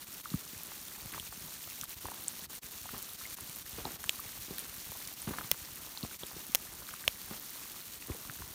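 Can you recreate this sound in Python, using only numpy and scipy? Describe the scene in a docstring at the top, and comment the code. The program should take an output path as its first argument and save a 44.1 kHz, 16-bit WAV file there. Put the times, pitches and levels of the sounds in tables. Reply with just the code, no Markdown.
"""Stony ground with old snow and pines, in sleet and a light breeze, heard from a hand-held camera.
Countless far pellets merge into a hiss; nearer ones tick, each briefly ringing what it lands on.
Below the microphone the person holding it turns on the spot: soft thuds, shifting grit and stones.
Closest of all, four pellets strike the camera case and set it ringing, three with a rebound."""
import sys
import numpy as np
from scipy import signal
from scipy.fft import rfft
from scipy.io import wavfile
from scipy.ndimage import uniform_filter1d

SR = 44100
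rng = np.random.default_rng(int(sys.argv[2]) if len(sys.argv) > 2 else 0)


def materialize(psi):
    """Save the field psi as 16-bit PCM at rate SR to the path in sys.argv[1].

    A 1-D psi becomes a single channel; in a 2-D psi each row is a channel.
    """
    bounded = np.clip(np.atleast_2d(psi).T, -1, 1)
    quanta = np.round(bounded * 32767).astype(np.int16)
    wavfile.write(sys.argv[1], SR, quanta)


N = 376613
TIME = np.arange(N) / SR


def undb(db):
    """Decibels to gain."""
    return 10 ** (np.asarray(db) / 20)


def unit(x):
    """Scale to rms 1."""
    return x / np.sqrt(np.mean(x ** 2))


def burst(x):
    """Give a short sound the energy of four milliseconds at rms 1."""
    return x / np.sqrt(np.sum(x ** 2) / (.004 * SR))


def add(out, start_s, x):
    """Mix a short sound in at start_s."""
    i = max(int(start_s * SR), 0)
    out[i:i + len(x)] += x[:max(len(out) - i, 0)]


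def ring(x, hz, width_hz):
    """One resonance, gain 1 at its centre."""
    q = max(hz / width_hz, .6)
    return signal.lfilter(*signal.iirpeak(min(hz, .45 * SR), q, fs=SR), x)


def damped(x, hz, width_hz):
    """A damped resonance with steep skirts: the soft contact limits the band once more."""
    return ring(ring(x, hz, width_hz), hz, 2 * width_hz)


def cushion(x, hz):
    """Soft things such as soil and soles pass only the lows."""
    return signal.sosfilt(signal.butter(3, hz, fs=SR, output="sos"), x)


def low_pass(x, hz):
    """Cut everything above hz steeply."""
    return signal.sosfilt(signal.ellip(8, .2, 70, hz, fs=SR, output="sos"), x)


def colour(x, points):
    """Shape a sound with a smooth curve through (freq_hz, gain_db) points, at rms 1."""
    hz, db = np.transpose(points)
    bins_hz = np.maximum(np.fft.rfftfreq(N, 1 / SR), 1)
    gain = undb(np.interp(np.log(bins_hz), np.log(hz), db))
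    return unit(np.fft.irfft(rfft(x) * gain, N))


def flutter(rate_hz):
    """Random levels, each held 1 / rate_hz seconds, smoothed twice; rms 1."""
    hold = int(SR / rate_hz)
    levels = np.repeat(rng.standard_normal(N // hold + 1), hold)
    return unit(uniform_filter1d(uniform_filter1d(levels, hold), hold)[:N])


def impacts(per_s, spread_db, range_db):
    """Random impulses, many weak and few strong, up to range_db above the weakest."""
    size_db = (spread_db * rng.exponential(size=N)) % range_db
    lands = rng.random(N) < per_s / SR
    return lands * rng.choice([-1, 1], N) * undb(size_db)


def contact(decay_s, crumble):
    """A sharp push followed by a moment of crumbling."""
    t = TIME[:SR // 10]
    push = crumble * rng.standard_normal(len(t)) * np.exp(-t / decay_s)
    push[0] += 1
    return push


def strikes(rows, decay_s, crumble):
    """Each contact excites one quickly damped resonance of whatever is struck."""
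    out = np.zeros(N)
    for start_s, level_db, pitch_hz, width_hz in rows:
        knock = damped(contact(decay_s, crumble), pitch_hz, width_hz)
        add(out, start_s, undb(level_db) * burst(knock))
    return out


# Open air all around the microphone: freq_hz, gain_db
BREEZE_SPECTRUM = [(20, -4), (45, 1.5), (90, -5), (170, 2.5), (340, -0.5), (480, -6), (750, -7), (1200, -4),
                   (1800, -8.5), (2600, -19)]
def breeze():
    """Low rush of a light breeze, fluttering a little."""
    return undb(-57) * colour(rng.standard_normal(N), BREEZE_SPECTRUM) * undb(flutter(30))


# Sleet far off, over the ground and the pines: freq_hz, gain_db
HISS_SPECTRUM = [(880, -13), (1500, -4.5), (2080, -1.5), (4480, 2), (4890, -2), (5670, 2), (6770, 1.5),
                 (7700, -1.5), (9100, 2.5), (10300, -3.5), (11200, 1.5), (14700, 3), (15450, 5),
                 (16000, -52)]
def far_sleet():
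    """Thousands of tiny impacts a second over the smooth hiss of the distant trees."""
    patter = unit(impacts(per_s=4500, spread_db=5.5, range_db=19))
    hiss = colour(rng.standard_normal(N) + undb(1.5) * patter, HISS_SPECTRUM)
    return hiss * undb(1.16 * flutter(60))


# Surfaces nearer the microphone: pitch_hz, width_hz, pellets_per_s, range_db, relative_db
NEAR_SURFACES = [(1000, 1000, 55, 11.5, -20), (2200, 1100, 55, 12.5, -19.5), (4200, 1500, 70, 12, -17.5),
                 (8000, 3500, 75, 13, -16.5), (13000, 7000, 110, 14.5, -9.3)]
def near_sleet():
    """Single pellets, each at its own pitch: dull on earth and twigs, brighter on stone, finest on ice."""
    out, t = np.zeros(N), TIME[:SR // 100]
    spread_octaves = .43  # either way: no two stones or twigs ring alike
    for pitch_hz, width_hz, pellets_per_s, range_db, relative_db in NEAR_SURFACES:
        pellets = np.zeros(N)
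        for when, size, pitch, damping in rng.random((int(pellets_per_s * N / SR), 4)):
            ring_hz = pitch_hz * 2 ** (spread_octaves * (2 * pitch - 1))
            fade = np.pi * width_hz * (.5 + damping) * t
            size_db = (-6.5 * np.log(1 - size)) % range_db  # many small, few large
            tick = fade * np.exp(-fade) * np.sin(2 * np.pi * ring_hz * t)
            add(pellets, when * N / SR, undb(size_db) * tick)
        out += undb(relative_db) * unit(pellets)
    return out


# Strength of the sleet over the whole place: time_s, relative_db
SHOWER_STRENGTH = [(0.0, -49.5), (2.0, -48.5), (3.5, -48.5), (5.3, -48), (6.7, -50), (7.5, -49),
                   (8.54, -50)]
def shower():
    """Far and near pellets swell and ease together."""
    strength = undb(np.interp(TIME, *np.transpose(SHOWER_STRENGTH)))
    return strength * (undb(.86) * far_sleet() + undb(4) * near_sleet())


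# Brief dips in the background at the microphone: centre_s, depth_db, length_s
BACKGROUND_DIPS = [(0.055, 7, .026), (0.226, 10, .022), (1.297, 5, .022), (1.868, 8, .024),
                   (1.955, 8, .024), (1.998, 8, .018), (2.478, 21, .03), (2.606, 29, .028),
                   (2.702, 4, .016), (3.17, 8, .02), (3.359, 14, .015), (3.64, 7, .025), (3.98, 11, .026),
                   (5.155, 7, .024), (6.179, 11, .025), (7.992, 8, .026)]
def dips():
    """Gain of shower and breeze: it drops abruptly for a moment and comes straight back."""
    drop_db = sum(depth_db * np.exp(-np.abs(2 * (TIME - centre_s) / length_s) ** 3)
                  for centre_s, depth_db, length_s in BACKGROUND_DIPS)
    return undb(-drop_db)


# Pellets landing close to the microphone: start_s, relative_db, pitch_hz, width_hz
CLOSE_PELLETS = [(0.6344, -45, 12900, 4000), (1.1980, -44.5, 3230, 450), (1.1985, -48, 8860, 4000),
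                 (1.8125, -45, 5750, 1000), (1.8127, -46, 10600, 6000), (1.8129, -49, 3200, 900),
                 (1.8400, -44.5, 12300, 5000), (2.2821, -34, 8140, 1720), (2.6665, -54, 8000, 4000),
                 (2.9805, -46, 13200, 5000), (3.0268, -45, 12500, 4000), (3.3431, -46, 13500, 3000),
                 (3.5605, -46, 12300, 4500), (3.8531, -44, 4030, 450), (4.0411, -47, 8900, 2600),
                 (4.0941, -36.5, 7940, 1600), (4.2015, -43.5, 12950, 3000), (4.5831, -42, 13100, 4000),
                 (4.5842, -47.5, 3990, 1000), (4.5927, -42, 10400, 4000), (4.9177, -47, 14000, 4000),
                 (5.0752, -45, 7600, 5000), (5.2191, -45, 9240, 600), (5.9744, -44.5, 4120, 600),
                 (6.0298, -45.5, 4230, 550), (6.2342, -46.5, 3400, 600)]
def close_ticks():
    """Hard, very short contacts that stand out of the shower as bright ticks."""
    return undb(6) * strikes(CLOSE_PELLETS, decay_s=.0005, crumble=.12)


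# The loudest knocks and pats on the stony ground nearby: start_s, level_db, pitch_hz, width_hz
GROUND_KNOCKS = [(0.2567, -38, 1280, 250), (0.3390, -47, 1170, 450), (0.7185, -45, 1090, 500),
                 (1.1374, -42, 1800, 600), (1.146, -43, 1180, 600), (1.179, -40, 950, 450),
                 (1.326, -45, 1030, 500), (1.675, -48, 1020, 600), (1.8347, -41.5, 1380, 800),
                 (2.0551, -38, 920, 400), (2.0853, -40, 880, 600), (2.1177, -42, 960, 300),
                 (2.857, -44.5, 840, 400), (2.891, -41, 1360, 700), (2.946, -45, 1090, 450),
                 (3.212, -47, 1180, 450), (3.2532, -41, 2140, 170), (3.386, -47, 1000, 500),
                 (3.783, -44, 426, 260), (3.8527, -36, 895, 200), (3.869, -42, 670, 300),
                 (4.0409, -39.5, 1540, 1500), (4.1934, -42.5, 1160, 150), (4.5835, -45.5, 1800, 600),
                 (4.9201, -44, 845, 550), (5.3365, -41.5, 1250, 800), (5.3398, -45, 1150, 700),
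                 (5.3853, -33.5, 1200, 617), (5.4112, -39, 980, 580), (5.446, -47.5, 980, 450),
                 (5.544, -48, 1290, 810), (5.9744, -49.5, 955, 600), (6.049, -44, 620, 450),
                 (6.1131, -48, 1430, 800), (6.2345, -45, 645, 400), (6.3135, -47.5, 840, 600),
                 (6.821, -47.5, 950, 450), (6.8902, -43, 1430, 500), (6.9382, -41.5, 1120, 480),
                 (7.0405, -44.5, 1740, 600), (7.335, -47, 1520, 700), (8.024, -46, 2210, 900),
                 (8.098, -49, 1120, 350), (8.1185, -47.5, 2350, 600), (8.148, -46, 450, 300),
                 (8.2515, -50, 1050, 500), (8.2974, -39, 1630, 850), (8.389, -52, 1450, 700),
                 (8.4208, -42.5, 1150, 600)]
def stone_knocks():
    """Struck stony ground rings briefly, lower and with a longer crumble than the ticks."""
    return strikes(GROUND_KNOCKS, decay_s=.0035, crumble=.075)


# The hand working the camera, right at the microphone: time_s, level_db
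GRIP_EFFORT = [(0, -70), (1.2, -60), (2.0, -65.5), (3.6, -61), (5.6, -61.5), (6.9, -65), (7.7, -66),
               (8.5, -57)]
def hand_stir():
    """Tiny jolts of the grip make a faint rumble, stronger while the camera turns."""
    effort = undb(np.interp(TIME, *np.transpose(GRIP_EFFORT)))
    jolts = impacts(per_s=30, spread_db=5, range_db=12)
    return effort * unit(damped(jolts, hz=66, width_hz=130))


# The camera bumped in the hand: start_s, level_db, pitch_hz
GRIP_BUMPS = [(0.316, -39.5, 169), (0.558, -45, 75), (1.375, -46, 168), (1.824, -45, 135),
              (2.422, -48.5, 184.4), (3.419, -45, 90), (3.491, -45, 145), (3.73, -43, 67), (3.81, -41, 55),
              (3.937, -44, 122), (4.257, -47, 104), (4.388, -46, 97), (5.444, -43, 123), (5.522, -44, 143),
              (5.615, -45, 70), (6.494, -45, 220), (8.292, -42.5, 122)]
def hand_bumps():
    """Each soft bump rings one low, broad resonance of the hand-held camera."""
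    bumps = [(start_s, level_db, hz, hz / 1.75) for start_s, level_db, hz in GRIP_BUMPS]
    return strikes(bumps, decay_s=.0072, crumble=.021)


def sole_pressure(start_s, roll_s, attack_s=.0056):
    """A sole meets the grit just ahead of the heel's knock, then lets go as the foot rolls."""
    t = TIME - start_s
    return np.exp(-np.where(t < 0, t / attack_s, t / roll_s) ** 2)


def soil():
    """Soil under load gives way in small, dull jolts."""
    jolts = impacts(per_s=300, spread_db=3, range_db=13)
    return undb(-3.5) * unit(damped(jolts, hz=233, width_hz=350))


# Grit on the ground below the microphone: freq_hz, gain_db
GRIT_SPECTRUM = [(60, -6), (200, 3.5), (500, -1.5), (1000, -3.5), (2000, -8.5), (3000, -8), (4500, -22),
                 (12000, -43)]
def scuffing():
    """Grit crunches in separate grains and pebbles knock as they roll under a sole."""
    grit = colour(impacts(per_s=1000, spread_db=3.5, range_db=16), GRIT_SPECTRUM)
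    knocks = impacts(per_s=120, spread_db=5.5, range_db=7)
    pebbles = unit(damped(knocks, hz=1060, width_hz=850))
    return grit + undb(-4) * pebbles


# Feet set down or twisted below the microphone: start_s, heel_db, heel_hz, weight_db, grit_db, roll_s
FOOTFALLS = [(0.3403, -24, 160, -32, -55, 0.016), (0.532, -46, 200, -59, -59, 0.031),
             (1.053, -39, 110, -42, -55, 0.014), (1.13, -49, 300, -50, -54, 0.063),
             (1.439, -43, 120, -50, -64, 0.022), (2.046, -42, 312, -39.5, -57, 0.31),
             (2.934, -41, 257, -49, -50.5, 0.046), (3.785, -44, 327, -49, -49, 0.044),
             (3.854, -37, 300, -41, -50.5, 0.097), (4.482, -42, 258, -54, -57.5, 0.21),
             (4.508, -34.5, 246, -45, -69, .04), (4.89, -56, 150, -45, -70, 0.054),
             (5.273, -31, 186, -37, -44.5, 0.031), (5.293, -39, 227, -49, -59, .02),
             (5.308, -34, 225, -38, -52.5, 0.17), (6.034, -31, 216, -39, -52.5, 0.022),
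             (6.233, -43, 405, -64, -55, 0.0069), (6.364, -41, 261, -48, -56, 0.073),
             (7.310, -39, 230, -46, -51, 0.054), (8.084, -45, 330, -58, -56, 0.018),
             (8.0988, -32.5, 266, -30.5, -58, 0.11), (8.403, -46, 250, -45, -61, 0.027)]
def footsteps():
    """The heel knocks, the body's weight follows with a deeper thump, the sole works soil and grit."""
    heels, weights, pressure = np.zeros((3, N))
    weight_lag_s, weight_hz, weight_width_hz = .00463, 71, 64
    for start_s, heel_db, heel_hz, weight_db, grit_db, roll_s in FOOTFALLS:
        knock = strikes([(start_s, heel_db, heel_hz, heel_hz / 1.2)], decay_s=.011, crumble=.045)
        heels += cushion(knock, hz=1.82 * heel_hz)  # the sole mutes the top of the knock
        thump = (start_s + weight_lag_s, weight_db, weight_hz, weight_width_hz)
        weights += strikes([thump], decay_s=.011, crumble=.011)
        pressure += undb(grit_db) * sole_pressure(start_s, roll_s)
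    return heels + cushion(weights + pressure * soil(), hz=590) + pressure * scuffing()


# Resonances of the case around the microphone: pitch_hz, width_hz, gain_db
SHELL_MODES = [(79, 89, 1.5), (280, 170, -4.5), (600, 220, 1), (1220, 1150, -2), (2100, 160, -2),
               (2950, 240, -26), (4220, 510, 1.5), (6380, 1220, 5.5), (9200, 1900, -1.5), (12400, 2600, 8),
               (14700, 2300, 10)]
def case_crack(push, hollow_db):
    """Hard ice excites every mode; hollow_db weights the low ones, which give the hollow knock."""
    return sum(undb(gain_db + hollow_db * (hz < 900)) * ring(push, hz, width_hz)
               for hz, width_hz, gain_db in SHELL_MODES)


# Resonances of the case's rim: pitch_hz, width_hz, gain_db
PING_MODES = [(3330, 250, -1.5), (5280, 270, 2)]
def rim_ping(push):
    """The rim's two narrow modes ring on as a ping."""
    return sum(undb(gain_db) * ring(push, hz, width_hz) for hz, width_hz, gain_db in PING_MODES)


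# Pellets and their rebounds on the case, right beside the microphone:
# start_s, crack_db, sharpness_hz, panel_db, panel_hz, hollow_db, ping_db
CASE_PELLETS = [(4.0941, -30.5, 5000, -24.5, 3150, -2, -36), (5.5150, -20, 14300, -33, 3200, 0.5, -30.5),
                (5.5170, -34.5, 4000, -36, 2800, 2, -36), (6.5489, -19, 13800, -28.5, 2940, 2.5, -32),
                (6.5545, -25, 6000, -43, 3380, -8, -40), (7.0788, -26, 2000, -20.5, 3030, -3.5, -39),
                (7.0805, -30.5, 4000, -52, 2800, 1.5, -34)]
def case_hits():
    """Each pellet cracks on the case: mid-panel hits snap, hits near the rim ping."""
    out, panel_width_hz = np.zeros(N), 1900
    for start_s, crack_db, sharpness_hz, panel_db, panel_hz, hollow_db, ping_db in CASE_PELLETS:
        softening = signal.butter(1, sharpness_hz, fs=SR)
        push = signal.lfilter(*softening, contact(decay_s=.0012, crumble=.02))
        panel = ring(ring(push, panel_hz, panel_width_hz), panel_hz, panel_width_hz)
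        add(out, start_s, undb(crack_db) * burst(case_crack(push, hollow_db)))
        add(out, start_s, undb(panel_db) * burst(panel))
        add(out, start_s, undb(ping_db) * burst(rim_ping(push)))
    return out


def scene():
    """Breeze and shower at the back; ground, hand, feet and case in front, in mono."""
    background = (breeze() + shower()) * dips()
    outdoors = low_pass(background + close_ticks(), hz=15700)
    handling = cushion(hand_stir() + hand_bumps(), hz=420)
    return (outdoors + stone_knocks() + handling + footsteps() + case_hits())[None]


def record(dry):
    """The camera's microphone loses the deepest bass and the very top."""
    bass_cut = signal.butter(2, 39, "high", fs=SR, output="sos")
    return low_pass(signal.sosfilt(bass_cut, dry), hz=16400)


dry = scene()
out = record(dry)
materialize(out)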